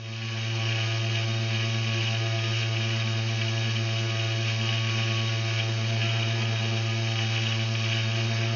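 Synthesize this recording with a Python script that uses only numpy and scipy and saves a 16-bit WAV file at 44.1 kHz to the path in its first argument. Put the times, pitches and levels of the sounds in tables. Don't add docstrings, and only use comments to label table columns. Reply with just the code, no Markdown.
import sys
import numpy as np
from scipy import signal
from scipy.fft import rfft, irfft, next_fast_len
from scipy.io import wavfile

SR = 44100
rng = np.random.default_rng(int(sys.argv[2]) if len(sys.argv) > 2 else 0)


def int16_out(signal):
    q = np.round(np.clip(np.atleast_2d(signal).T, -1, 1) * 32767)
    wavfile.write(sys.argv[1], SR, q.astype(np.int16))


N = 377055

# (frequency [Hz], relative level [dB])
ROOM_SPECTRUM = [(15, 9.5), (40, 0), (90, 5.5), (170, -6.5), (500, -0.5), (1500, -8), (7000, -27.5)]
# (delay [s], gain [factor])
BENCH_ECHOES = [(.00129, 0.062), (.00427, 0.054), (.00455, 0.046), (.00907, .08), (0.013, 0.069)]
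# (frequency [Hz], width [Hz], depth [0-1])
FRAME_DIPS = [(283, 55, 0.6), (595, 27, 0.6), (626, 48, 0.82), (762, 20, .55), (818, 36, 0.3),
              (917, 22, 0.4), (1060, 50, 0.3), (1330, 70, 0.4), (2090, 90, 0.2), (2780, 24, 0.2),
              (5916, 110, 0.9), (6000, 70, 0.6)]
# (frequency [Hz], width [Hz], wander [Hz], depth [0-1])
TREBLE_HOLLOWS = [(3458, 117, 38, 0.95), (4150, 70, 50, 0.7)]
# (time [s], length [s])
PAPER_LIFTS = [(5.799, 0.58), (8.069, 0.6)]
# (frequency [Hz], relative level [dB])
WHIR_SPECTRUM = [(150, -23), (400, -11), (600, 4), (950, 1.5), (1400, -3), (2000, 4.5), (2600, -12.5),
                 (4000, -30.5)]
# (frequency [Hz], width [Hz], relative level [dB])
BED_MODES = [(118.3, 21, -3), (215.9, 27.3, -1), (346.5, 40, 1), (434, 38, -7.5), (676.4, 21.8, -3),
             (783.7, 45, -9.5), (882.5, 32, -13), (995, 30, -12), (1219, 26, -12.5), (1353, 22, -9.5)]
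# (middle [s], length [s], gain [dB])
BED_SHUDDERS = [(1.1, 0.8, 0.5), (5.705, 0.55, 3), (6.5, 0.8, 3), (6.73, 0.12, 3.5), (7.7, 1.2, -1.5)]
# (frequency [Hz], relative level [dB])
HISS_SPECTRUM = [(300, -9), (800, -3), (1300, -1.5), (2000, 1.5), (3000, -4.5), (3650, -0.5), (3755, 9),
                 (3880, -1.5), (4080, 1.5), (4350, 1.5), (5650, 0.5), (5950, 0.5), (6350, -3), (6750, -8.5),
                 (7100, -35)]
# (middle [s], length [s], hiss gain [dB])
PAPER_BITES = [(1.2, 2.6, -0.7), (3.45, 1.1, 0.4), (6.3, 1.3, -0.9), (7.3, 0.7, 0.8)]
# (frequency [Hz], width [Hz], relative level [dB])
METAL_MODES = [(1594, 150, -10), (1666, 107, -6.5), (1746, 40, -6.5), (1954, 44, -8), (2297, 78, -2.5),
               (2442, 70, -1.5), (2520, 50, 2), (2637, 110, -2.5), (2817, 134, 0.5), (2942, 132, 2.5),
               (3089, 150, -2.5), (3200, 74, -2), (3410, 110, -6)]
# (middle [s], length [s], gain [dB])
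RATTLE_BOUTS = [(0.287, 0.61, 4), (0.7, 0.24, 3.5), (0.812, 0.14, 6.5), (0.927, 0.18, 4), (1.175, 0.22, 4),
                (1.568, 0.26, 6), (1.853, 0.15, 3), (2.03, 0.49, 5), (2.46, 0.15, 2.5), (2.585, 0.2, 4.5),
                (2.933, 0.45, 3.5), (3.48, 0.12, 2), (3.704, 0.24, 3.5), (3.976, 0.14, 3.5),
                (4.222, 0.46, 2.5), (4.484, 0.18, 6.5), (4.71, 0.3, 4.5), (5.059, 0.72, 5),
                (5.502, 0.11, 4), (5.587, 0.14, 6.5), (6.147, 0.59, 3.5), (6.417, 0.076, 7.5),
                (6.65, 0.16, 2.5), (7.385, 0.85, 4), (7.773, 0.12, 0), (7.93, 0.41, 6), (8.177, 0.24, 3),
                (8.43, 0.15, 1.5)]
# (time [s], relative level [dB])
CHUCK_KNOCKS = [(0.671, -25), (0.806, -19), (1.233, -24), (1.744, -21), (1.974, -21), (2.388, -18),
                (2.555, -20), (2.627, -16), (2.765, -18), (3.072, -19.5), (3.4123, -14), (3.481, -23),
                (3.703, -22), (3.7624, -20), (4.2051, -21), (4.478, -25), (4.687, -12.5), (4.7218, -17.5),
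                (4.776, -18), (5.08, -18), (5.29, -18), (5.334, -25), (5.596, -14.5), (5.8996, -21),
                (6.0146, -15.5), (6.166, -22), (6.225, -17.5), (6.65, -21), (6.7682, -19.5), (6.887, -24),
                (7.069, -19), (7.115, -20), (7.1863, -16), (7.3752, -19), (7.465, -15), (7.52, -14.5),
                (7.5903, -19), (7.7492, -18), (7.8557, -15), (7.928, -16)]
# (pitch [x shaft speed], relative level [dB], gain when free [dB])
BALL_TONES = [(1.925, -51, -3), (3.075, -45.3, -2.2), (4.075, -60, 1), (6.075, -58, 0), (21.7, -55, 1),
              (22.7, -57, 0), (23.6, -55, -2), (25.6, -55, -1), (28.54, -52, -5)]
# (middle [s], length [s], fall [units of whirl])
TRUE_RUNS = [(0.9, 1.3, 0.98), (2.392, 0.95, 1.73), (4.155, 0.82, 1.65), (5.56, 0.73, 1.4)]
# (pitch [x shaft speed], middle [s], length [s], gain [dB])
HARMONIC_SWELLS = [(6, 0.33, 1.2, -6), (6, 7.83, 0.63, 4.5), (7, 0.63, 0.5, 5), (7, 2.11, 0.4, 5.5),
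                   (7, 7.2, 1.2, 5.5), (10, 0.55, 0.87, 6), (10, 5, 1.2, 9), (10, 7.0, 0.83, -7),
                   (6, 8.4, 0.6, 1), (11, 8.4, 0.5, 2), (11, 5.9, 0.5, -7), (11, 0.39, 0.97, -4),
                   (10, 2.62, 0.7, -6), (10, 4.45, 0.3, -4), (6, 2.7, 0.63, 3)]
# (pitch [x shaft speed], level [dB], gain when free [dB], gain per unit of whirl [dB])
SHAFT_HARMONICS = [(1, -27.5, 0.7, 0.13), (2, -45, 1, 10), (4, -65.5, 7.5, -4), (5, -48, 0, -0.3),
                   (6, -48, 5.5, -3.5), (7, -53, -1, 0), (10, -51.5, -8.5, 1), (11, -53, 1.5, -2),
                   (12, -70, 13.5, 2.5), (13, -59.5, 0, -4.5), (14, -67.5, 0, 1.5), (15, -53, 2, 0),
                   (17, -63.5, -4, 1), (20, -52, 3, -2.5), (21, -59, -1, -3.5)]
# (time [s], gain [factor])
FADE_CURVE = [(0, 0.28), (0.3, 0.57), (0.68, 0.96)]

BALLS, BALL_PASSES_PER_TURN = 8, 3.075


def from_db(db):
    return 10 ** (np.asarray(db) / 20)


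def rms_one(x):
    return x / np.sqrt(np.mean(x ** 2) + 1e-20)


def delayed(x, delay_s):
    return np.interp(np.arange(N) - delay_s * SR, np.arange(N), x, left=0)


def swells(rows):
    t = np.arange(N) / SR
    return sum(height * np.cos(np.pi * np.clip((t - middle_s) / length_s, -.5, .5)) ** 2
               for middle_s, length_s, height in rows)


def drift(rate_hz):
    step, run_in = 40, 2000
    pole = np.exp(-2 * np.pi * rate_hz * step / SR)
    noise = rng.standard_normal(N // step + run_in + 2)
    slow = signal.lfilter([1], [1, -2 * pole, pole * pole], noise)[run_in:]
    return np.interp(np.arange(N) / step, np.arange(len(slow)), rms_one(slow))


def pulse(turns, per_turn=1):
    return np.cos(2 * np.pi * per_turn * turns)


def coloured(x, spectrum):
    hz, level_db = np.transpose(spectrum)
    size = next_fast_len(N)
    bins_hz = np.maximum(np.fft.rfftfreq(size, 1 / SR), 1)
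    gain = from_db(np.interp(np.log(bins_hz), np.log(hz), level_db))
    return rms_one(irfft(rfft(x, size) * gain, size)[:N])


def resonate(x, hz, width_hz):
    r = np.exp(-np.pi * width_hz / SR)
    feedback = [1, -(1 + r * r) * np.cos(2 * np.pi * hz / SR), r * r]
    return signal.lfilter(np.array([1, 0, -1]) * (1 - r * r) / 2, feedback, x + 1e-18)


def tone(turns, multiple):
    waver, flutter = min(.025 * (multiple - .6), .4), min(.009 * multiple, .35)
    surge, slip = [waver * drift(rate_hz=8.3) + flutter * drift(rate_hz=9.3) for _ in range(2)]
    phase = 2 * np.pi * multiple * turns
    return rms_one(slip * np.sin(phase) - (1 + surge) * np.cos(phase))


def room_tone(level_db=-52):
    return from_db(level_db) * coloured(rng.standard_normal(N), ROOM_SPECTRUM)


def bench_echoes(x):
    return sum(gain * delayed(x, delay_s) for delay_s, gain in BENCH_ECHOES)


def frame_dips(x):
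    for hz, width_hz, depth in FRAME_DIPS:
        x = x - depth * resonate(x, hz, width_hz)
    return x


def treble_hollows(x):
    for hz, width_hz, wander_hz, depth in TREBLE_HOLLOWS:
        centre_hz = hz + wander_hz * drift(rate_hz=3.2)
        carrier = np.exp(2j * np.pi * np.cumsum(centre_hz) / SR)
        lowpass = signal.butter(2, width_hz / 2, fs=SR, output="sos")
        band = signal.sosfiltfilt(lowpass, x / carrier, padtype=None)
        x = x - depth * 2 * (band * carrier).real
    return x


def free_running(spin_up_s=0.0945, settle_s=0.243):
    t = np.arange(N) / SR
    free = np.zeros(N)
    for lift_s, length_s in PAPER_LIFTS:
        rise = 1 - np.exp(-np.maximum(t - lift_s, 0) / spin_up_s)
        free += rise * np.exp(-np.maximum(t - lift_s - length_s, 0) / settle_s)
    return free


def shaft_speed(free, loaded_hz=112.12, free_hz=112.95, wander_hz=.1):
    lead_s, press_s, sag_hz = 0.027, 0.2406, 0.664
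    sag = swells((lift_s - lead_s, press_s, sag_hz) for lift_s, _ in PAPER_LIFTS)
    return loaded_hz + (free_hz - loaded_hz) * free - sag + wander_hz * drift(rate_hz=2.037)


def whine(turns, free, level_db=-51, free_db=2.5, flicker_db=1.5):
    flickering = tone(turns, multiple=33.49) * from_db(flicker_db * drift(rate_hz=5.6))
    return from_db(level_db + free_db * free) * rms_one(flickering)


def rod_whir(turns, free, level_db=-44.5, push_db=3):
    noise = rng.standard_normal(N) * from_db(push_db * pulse(turns))
    return from_db(level_db) * free * coloured(noise, WHIR_SPECTRUM)


def rumble_level(free, loaded_db=-42.5, free_db=2.5):
    return loaded_db + free_db * free + swells(BED_SHUDDERS) + 0.15 * drift(rate_hz=3.8)


def bearing_rumble(turns, level_db, push_db=3):
    force = rng.standard_normal(N) * from_db(push_db * pulse(turns))
    bed = sum(from_db(db) * resonate(resonate(force, hz, width), hz, width)
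              for hz, width, db in BED_MODES)
    return from_db(level_db) * rms_one(bed)


def come_round(x, turns, repeat=0.24, wear=0.89):
    turn_s = 1 / (np.gradient(turns) * SR)
    return x + repeat * sum(wear ** k * delayed(x, (k + 1) * turn_s) for k in range(6))


def friction_hiss(turns, rattle_db, level_db=-37.5, grain_db=1.35):
    grit = come_round(rng.standard_normal(N), turns)
    texture = from_db(grain_db * drift(rate_hz=300) + 0.16 * pulse(turns))
    swell_db = swells(PAPER_BITES) + 0.3 * (rattle_db - rattle_db.mean())
    return from_db(level_db + swell_db) * coloured(grit * texture, HISS_SPECTRUM)


def metal_ring(x, contact_hz=3900):
    force = signal.sosfilt(signal.butter(4, contact_hz, fs=SR, output="sos"), x + 1e-18)
    return sum((-1) ** k * from_db(db) * resonate(force, hz, width)
               for k, (hz, width, db) in enumerate(METAL_MODES))


def rattle_level(resting_db=-37, unrest_db=0.5):
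    return resting_db + swells(RATTLE_BOUTS) + unrest_db * drift(rate_hz=9.1)


def chuck_rattle(turns, level_db, impacts_per_s=5000, spread_db=3):
    impacts = (rng.random(N) < impacts_per_s / SR) * rng.choice([-1, 1], N)
    sizes = from_db(spread_db * rng.standard_normal(N))
    contact_db = 3 * pulse(turns, 2) + 3 * pulse(turns, BALL_PASSES_PER_TURN)
    lean_db = 0.5 * pulse(turns, BALL_PASSES_PER_TURN / BALLS) + 0.8 * pulse(turns)
    clump_db = 1.4 * drift(rate_hz=55)
    force = come_round(impacts * sizes, turns) * from_db(contact_db + lean_db + clump_db)
    return from_db(level_db) * rms_one(metal_ring(force))


def chuck_knocks(chatter_s=0.018, lag_s=0.002, gain_db=-5):
    clicks = np.zeros(N)
    for time_s, db in CHUCK_KNOCKS:
        clicks[round(time_s * SR)] += from_db(db)
    bursts = signal.fftconvolve(clicks, np.hanning(round(chatter_s * SR)), "same")
    chatter = delayed(bursts, lag_s) * rng.standard_normal(N)
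    unit_peak = np.abs(metal_ring(signal.unit_impulse(SR // 10))).max()
    return from_db(gain_db) * metal_ring(0.85 * clicks + 0.071 * chatter) / unit_peak


def bearing_growl(turns, free, rumble_db):
    balls = sum(from_db(db + free_db * free) * tone(turns, multiple)
                for multiple, db, free_db in BALL_TONES)
    return balls * from_db(0.9 + 0.5 * (rumble_db - rumble_db.mean()))


def shaft_hum(turns, free, usual_whirl=0.27):
    whirl = usual_whirl - swells(TRUE_RUNS)
    hum = np.zeros(N)
    for multiple, db, free_db, whirl_db in SHAFT_HARMONICS:
        swell_db = swells(bump for which, *bump in HARMONIC_SWELLS if which == multiple)
        hum += from_db(db + free_db * free + whirl_db * whirl + swell_db) * tone(turns, multiple)
    return hum


def scene():
    free = free_running()
    speed_hz, rattle_db, rumble_db = shaft_speed(free), rattle_level(), rumble_level(free)
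    turns = np.cumsum(speed_hz) / SR + rng.random()
    rasp = chuck_rattle(turns, rattle_db) + friction_hiss(turns, rattle_db)
    machine = rasp + bearing_rumble(turns, rumble_db) + rod_whir(turns, free) + chuck_knocks()
    noise = treble_hollows(frame_dips(machine + bench_echoes(machine) + room_tone()))
    tones = shaft_hum(turns, free) + bearing_growl(turns, free, rumble_db) + whine(turns, free)
    return (tones + noise)[None]


def record(dry, cutoff_hz=6950):
    fade = np.interp(np.arange(N) / SR, *np.transpose(FADE_CURVE))
    return signal.sosfilt(signal.ellip(12, .1, 90, cutoff_hz, fs=SR, output="sos"), dry * fade)


dry = scene()
out = record(dry)
int16_out(out)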